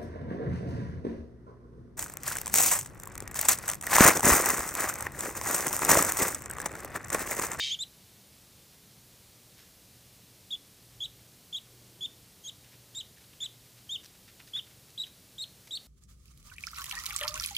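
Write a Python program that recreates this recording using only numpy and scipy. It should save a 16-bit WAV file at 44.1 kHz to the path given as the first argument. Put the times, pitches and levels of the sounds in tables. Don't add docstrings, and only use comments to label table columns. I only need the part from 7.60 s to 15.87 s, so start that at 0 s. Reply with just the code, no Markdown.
import sys
import numpy as np
from scipy import signal
from scipy.fft import rfft, irfft, next_fast_len
from scipy.io import wavfile

SR = 44100
rng = np.random.default_rng(int(sys.argv[2]) if len(sys.argv) > 2 else 0)


def output_pcm(signal):
    pcm = np.clip(np.atleast_2d(signal).T, -1, 1) * 32767
    wavfile.write(sys.argv[1], SR, np.round(pcm).astype(np.int16))


N = 364707
TIME = np.arange(N) / SR


def from_db(db):
    return 10 ** (np.asarray(db) / 20)


def rms_one(x):
    return x / np.sqrt(np.mean(x ** 2) + 1e-20)


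def drift(rate_hz):
    pole = np.exp(-16 * np.pi * rate_hz / SR)
    noise = rng.standard_normal(N // 8 + 4002)
    slow = signal.lfilter([1], [1, -2 * pole, pole * pole], noise)[4000:]
    return np.interp(np.arange(N) / 8, np.arange(len(slow)), rms_one(slow))


def colour(x, spectrum):
    size = next_fast_len(N)
    hz, db = np.transpose(spectrum)
    bin_hz = np.maximum(np.arange(size // 2 + 1) * SR / size, 1)
    gain = rms_one(from_db(np.interp(np.log(bin_hz), np.log(hz), db)))
    return irfft(rfft(x, size) * gain, size)[:N]


def resonate(x, hz, width_hz):
    pole = np.exp(-np.pi * width_hz / SR)
    zeros = np.array([1, 0, -1]) * (1 - pole * pole) / 2
    return signal.lfilter(zeros, [1, -2 * pole * np.cos(2 * np.pi * hz / SR), pole * pole], x)


def grains(spread_db):
    return rms_one(rng.standard_normal(N) * from_db(spread_db * drift(300)))


def scattered(start_s, end_s, count):
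    return start_s + (end_s - start_s) * (np.arange(count) + rng.random(count)) / count


# (frequency [Hz], relative density [dB per Hz])
ROOM_TONE = [(15, -63), (25, -20), (55, -7.5), (112, -5.5), (147, -6), (198, -8.5), (258, -11.5),
             (288, -11.5), (338, -13), (479, -14.5), (913, -21), (1650, -22.5), (4220, -18), (7020, -20),
             (13700, -21), (15300, -22)]
ROOM_TONE_RMS_DB = -56.5
# (start [s], length [s], level at the top [dB], centre [Hz], width [Hz])
RUMBLE_SWELLS = [(3.15, 0.5, -63, 54, 50), (3.98, 0.69, -66.5, 335, 224)]


def background():
    air = from_db(ROOM_TONE_RMS_DB) * colour(rng.standard_normal(N), ROOM_TONE)
    for start_s, length_s, level_db, hz, width_hz in RUMBLE_SWELLS:
        band = resonate(rng.standard_normal(N), hz, width_hz)
        band = rms_one(resonate(band, hz, width_hz))
        swell = np.sin(np.pi * np.clip((TIME - start_s) / length_s, 0, 1))
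        air += from_db(level_db) * swell * band
    return air


# (time [s], rms level [dB])
HUM_LEVEL = [(0.0, -76), (2.2, -71), (3.4, -66.5), (6.8, -69.5), (8.27, -73)]
HUM_HZ = 119.6
BEAT_S, BEAT_PEAK_S, SECOND_TONE_DB = 0.894, 3.424, -3.0
# (frequency [Hz], rms level [dB])
HUM_LINES = [(96, -78), (193, -78)]


def hum(waver_hz=0.3, line_waver_hz=1.53):
    phase = 2 * np.pi * np.cumsum(HUM_HZ + waver_hz * drift(1.49)) / SR
    slip = 2 * np.pi * (TIME - BEAT_PEAK_S) / BEAT_S
    pair = np.sin(phase) + from_db(SECOND_TONE_DB) * np.sin(phase + slip)
    out = from_db(np.interp(TIME, *np.transpose(HUM_LEVEL))) * pair
    for hz, db in HUM_LINES:
        line_hz = hz + line_waver_hz * drift(3.0)
        out += from_db(db) * np.sin(2 * np.pi * np.cumsum(line_hz) / SR)
    return np.sqrt(2) * out


# (start [s], length scale [s], dull scuff [dB], crisp crackle [dB])
SCUFFS = [(1.122, 0.017, -64, -66), (1.96, 0.058, -63.5, -61), (3.594, 0.006, -64, -72),
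          (5.035, 0.021, -60.5, -67), (5.11, 0.03, -63, -64), (5.565, 0.013, -61, -74),
          (5.73, 0.005, -55, -72), (5.809, 0.03, -62.5, -67), (6.181, 0.0076, -64, -61),
          (6.432, 0.009, -60, -51.5), (6.454, 0.0054, -66, -49), (6.678, 0.01, -55.5, -64),
          (6.793, 0.015, -56.5, -61), (6.871, 0.012, -61, -51.5), (6.953, 0.02, -53, -65),
          (7.1, 0.022, -64.5, -69), (7.464, 0.011, -64, -56.5), (8.071, 0.0056, -55.5, -58)]
# (frequency [Hz], relative density [dB per Hz])
SCUFF_COLOUR = [(500, -13), (1000, -1.5), (1700, 6), (2400, 6), (3600, 2), (6000, -22.5)]
# (frequency [Hz], relative density [dB per Hz])
CRACKLE_COLOUR = [(2000, -12), (3800, -1), (5800, 2.5), (7500, -10), (11000, -7), (15000, -9)]
WALK_FROM_S, WALK_TO_S, WALK_TOUCHES = 5.3, 7.5, 14
TOUCH_S, TOUCH_DULL_DB, TOUCH_CRISP_DB = 0.0094, -62.5, -66


def scuffs():
    dull, crisp = np.zeros(N), np.zeros(N)
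    light_starts = scattered(WALK_FROM_S, WALK_TO_S, WALK_TOUCHES)
    light = [(start_s, TOUCH_S, TOUCH_DULL_DB, TOUCH_CRISP_DB) for start_s in light_starts]
    for start_s, length_s, dull_db, crisp_db in SCUFFS + light:
        span = slice(int(start_s * SR), min(int((start_s + 4 * length_s) * SR), N))
        age = np.maximum(TIME[span] - start_s, 0) / (0.54 * length_s)
        swell = age * np.exp(1 - age)
        dull[span] += from_db(dull_db) * swell
        crisp[span] += from_db(crisp_db) * swell
    scuff = colour(dull * grains(spread_db=3.2), SCUFF_COLOUR)
    crackle = colour(crisp * grains(spread_db=4.5), CRACKLE_COLOUR)
    return scuff + crackle


# (time [s], peak level [dB])
TICKS = [(6.4464, -33.5), (7.305, -40), (8.0745, -37)]


def ticks(hz=5200, width_hz=3500, knock_hz=1900, knock_width_hz=900, knock_db=-4.0):
    impulse = signal.unit_impulse(SR // 100)
    paper = resonate(impulse, hz, width_hz)
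    cardboard = from_db(knock_db) * resonate(impulse, knock_hz, knock_width_hz)
    ring = paper + cardboard
    clicks = np.zeros(N)
    for start_s, peak_db in TICKS:
        clicks[int(start_s * SR)] = from_db(peak_db)
    return signal.fftconvolve(clicks, ring / np.abs(ring).max())[:N]


# (time [s], level [dB])
RASP_LEVEL = [(0.0, -28), (0.014, -32.5), (0.042, -32), (0.094, -36), (0.105, -32)]
RASP_END_S, RASP_FADE_S = 0.09, 0.029
# (frequency [Hz], relative density [dB per Hz])
RASP_COLOUR = [(1400, -31), (2100, -8.5), (2600, -7), (3200, 1), (3800, -1.5), (4300, -2), (5500, -7),
               (6500, -8), (8000, -17), (10000, -22), (13000, -34)]
# (centre [Hz], width [Hz], relative level [dB])
RASP_MODES = [(2325, 63, -12.5), (2860, 60, -17), (3150, 78, 0.5), (3700, 39, 0.5), (4610, 39, -12),
              (4740, 39, -18), (6400, 21, -10.5)]


def rasp(noise_db=-0.5, low_hz=1950, top_hz=9000):
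    source = grains(spread_db=2.5)
    ringing = sum(from_db(db) * rms_one(resonate(source, hz, width_hz))
                  for hz, width_hz, db in RASP_MODES)
    noise = from_db(noise_db) * colour(grains(spread_db=2.5), RASP_COLOUR)
    level = from_db(np.interp(TIME, *np.transpose(RASP_LEVEL)))
    fade = np.exp(-np.maximum(TIME - RASP_END_S, 0) / RASP_FADE_S)
    burst = level * fade * rms_one(noise + ringing)
    burst = signal.sosfilt(signal.butter(4, top_hz, fs=SR, output="sos"), burst)
    return signal.sosfilt(signal.butter(6, low_hz, "high", fs=SR, output="sos"), burst)


def glide(t, times_s, pitches_hz):
    place = np.interp(t, times_s, np.arange(len(times_s)))
    last = len(times_s) - 2
    leg = np.minimum(place.astype(int), last)
    u = place - leg
    middle = (1 - np.cos(np.pi * u)) / 2
    eased = np.select([leg == 0, leg == last], [1 - (1 - u) ** 2, u ** 2], middle)
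    return np.array(pitches_hz)[leg] + np.diff(pitches_hz)[leg] * eased


# (start [s], length [s], time to second hump [s], first hump [Hz], dip [Hz], second hump [Hz],
#  level at dip [dB], level at second hump before the pinch [dB], octave level at dip [dB])
PEEPS = [(0.098, 0.055, 0.037, 3050, 3290, 3550, -31, -30.5, -39.5),
         (0.188, 0.052, 0.041, 3520, 3660, 4050, -36.5, -32.5, -39.5),
         (2.905, 0.052, 0.045, 3750, 3330, 3520, -32.5, -34.5, -53.5),
         (3.403, 0.06, 0.047, 3480, 3260, 3940, -32, -35, -49.5),
         (3.926, 0.062, 0.047, 3560, 3250, 3900, -32.5, -35, -49.5),
         (4.407, 0.057, 0.048, 3480, 3350, 3640, -35, -33.5, -51),
         (4.837, 0.064, 0.05, 3360, 3200, 3860, -46.5, -37, -43.5),
         (5.347, 0.069, 0.046, 3700, 3640, 3970, -41, -37.5, -42),
         (5.803, 0.065, 0.046, 3620, 3440, 3980, -34.5, -36, -41.5),
         (6.291, 0.077, 0.044, 3260, 3570, 3710, -37, -35, -45.5),
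         (6.934, 0.067, 0.043, 3470, 3410, 3740, -32.5, -34.5, -57),
         (7.376, 0.069, 0.051, 3980, 3770, 3980, -33, -36, -50.5),
         (7.78, 0.065, 0.05, 3850, 3700, 4310, -37.5, -35, -46.5),
         (8.107, 0.071, 0.056, 3920, 3630, 4490, -35, -33.5, -46.5)]
FIRST_HUMP_SHARE, DIP_SHARE = 0.257, 0.62
ONSET_HZ, END_HZ = 3010, 2676
ATTACK_S, RELEASE_S = 0.0036, 0.0052
PINCH_DB_PER_HZ = -0.0057


def peeps(jitter=0.0023, shimmer_db=1.03, onset_db=-6.5, end_db=-2.5,
          octave_onset_db=-10.0, octave_top_db=-4.5, octave_end_db=-14.0,
          third_db=-65.0, fourth_re_third_db=-5.0, airy_db=-66.0):
    out = np.zeros(N)
    waver = 1 + jitter * drift(250)
    flutter = from_db(shimmer_db * drift(140))
    air = colour(grains(spread_db=4.0), CRACKLE_COLOUR)
    for start_s, length_s, top_s, first_hz, dip_hz, second_hz, early_db, late_db, octave_db in PEEPS:
        span = slice(int(start_s * SR), min(int((start_s + length_s) * SR), N))
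        t = TIME[span] - start_s
        first_s, dip_s = FIRST_HUMP_SHARE * top_s, DIP_SHARE * top_s
        pitch = glide(t, [0, first_s, dip_s, top_s, length_s],
                      [ONSET_HZ, first_hz, dip_hz, second_hz, END_HZ])
        phase = 2 * np.pi * np.cumsum(pitch * waver[span]) / SR

        stages_s = [0, dip_s, top_s, length_s]
        tone_db = np.interp(t, stages_s, [early_db + onset_db, early_db, late_db, late_db + end_db])
        tone = from_db(tone_db + PINCH_DB_PER_HZ * (pitch - dip_hz)) * np.sin(phase)
        octave_shape_db = np.interp(t, stages_s, [octave_onset_db, 0, octave_top_db, octave_end_db])
        octave = from_db(octave_db + octave_shape_db) * np.sin(2 * phase)

        press = (pitch / pitch.max()) ** 4
        harmonics = np.sin(3 * phase) + from_db(fourth_re_third_db) * np.sin(4 * phase)
        upper = press * from_db(third_db) * harmonics
        turbulence = press * from_db(airy_db) * air[span]

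        gate = np.clip(np.minimum(t / ATTACK_S, (length_s - t) / RELEASE_S), 0, 1)
        voice = tone + octave + upper + turbulence
        out[span] += np.sqrt(2) * gate * flutter[span] * voice
    return out


# (delay [s], level [dB])
ECHOES = [(.0022, -26), (.0044, -17.5), (.0078, -17), (0.011, -17), (.0142, -43), (0.0214, -30)]
# (frequency [Hz], relative level [dB])
TAIL_COLOUR = [(1000, -3.5), (2600, 0), (3200, -4.5), (3850, 0.5), (4400, 2.5), (7000, -9), (14000, -9)]
# (time [s], level [dB])
SPILL = [(0.2, -4.5), (3.0, -2.5), (5.3, 3), (8.1, 1.5)]


def room(x, tail_db=-23.5, t60_s=0.32, gap_s=0.01):
    t = TIME[:SR // 2]
    decay = np.exp(-np.log(1000) * t / t60_s)
    tail = rng.standard_normal(len(t)) * decay * np.clip(t / gap_s - 1, 0, 1)
    tail *= from_db(tail_db) / np.sqrt(np.sum(tail ** 2))
    spilt = colour(x * from_db(np.interp(TIME, *np.transpose(SPILL))), TAIL_COLOUR)
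    close = signal.unit_impulse(len(t))
    for delay_s, db in ECHOES:
        close[int(delay_s * SR)] += from_db(db)
    return signal.fftconvolve(x, close)[:N] + signal.fftconvolve(spilt, tail)[:N]


def scene():
    duckling = peeps() + rasp() + scuffs() + ticks()
    mono = room(duckling) + background() + hum()
    return np.stack([mono, mono])


CUTOFF_HZ = 15350


def record(dry):
    lowpass = signal.ellip(12, 0.1, 80, CUTOFF_HZ, fs=SR, output="sos")
    return signal.sosfilt(lowpass, dry)


dry = scene()
out = record(dry)
output_pcm(out)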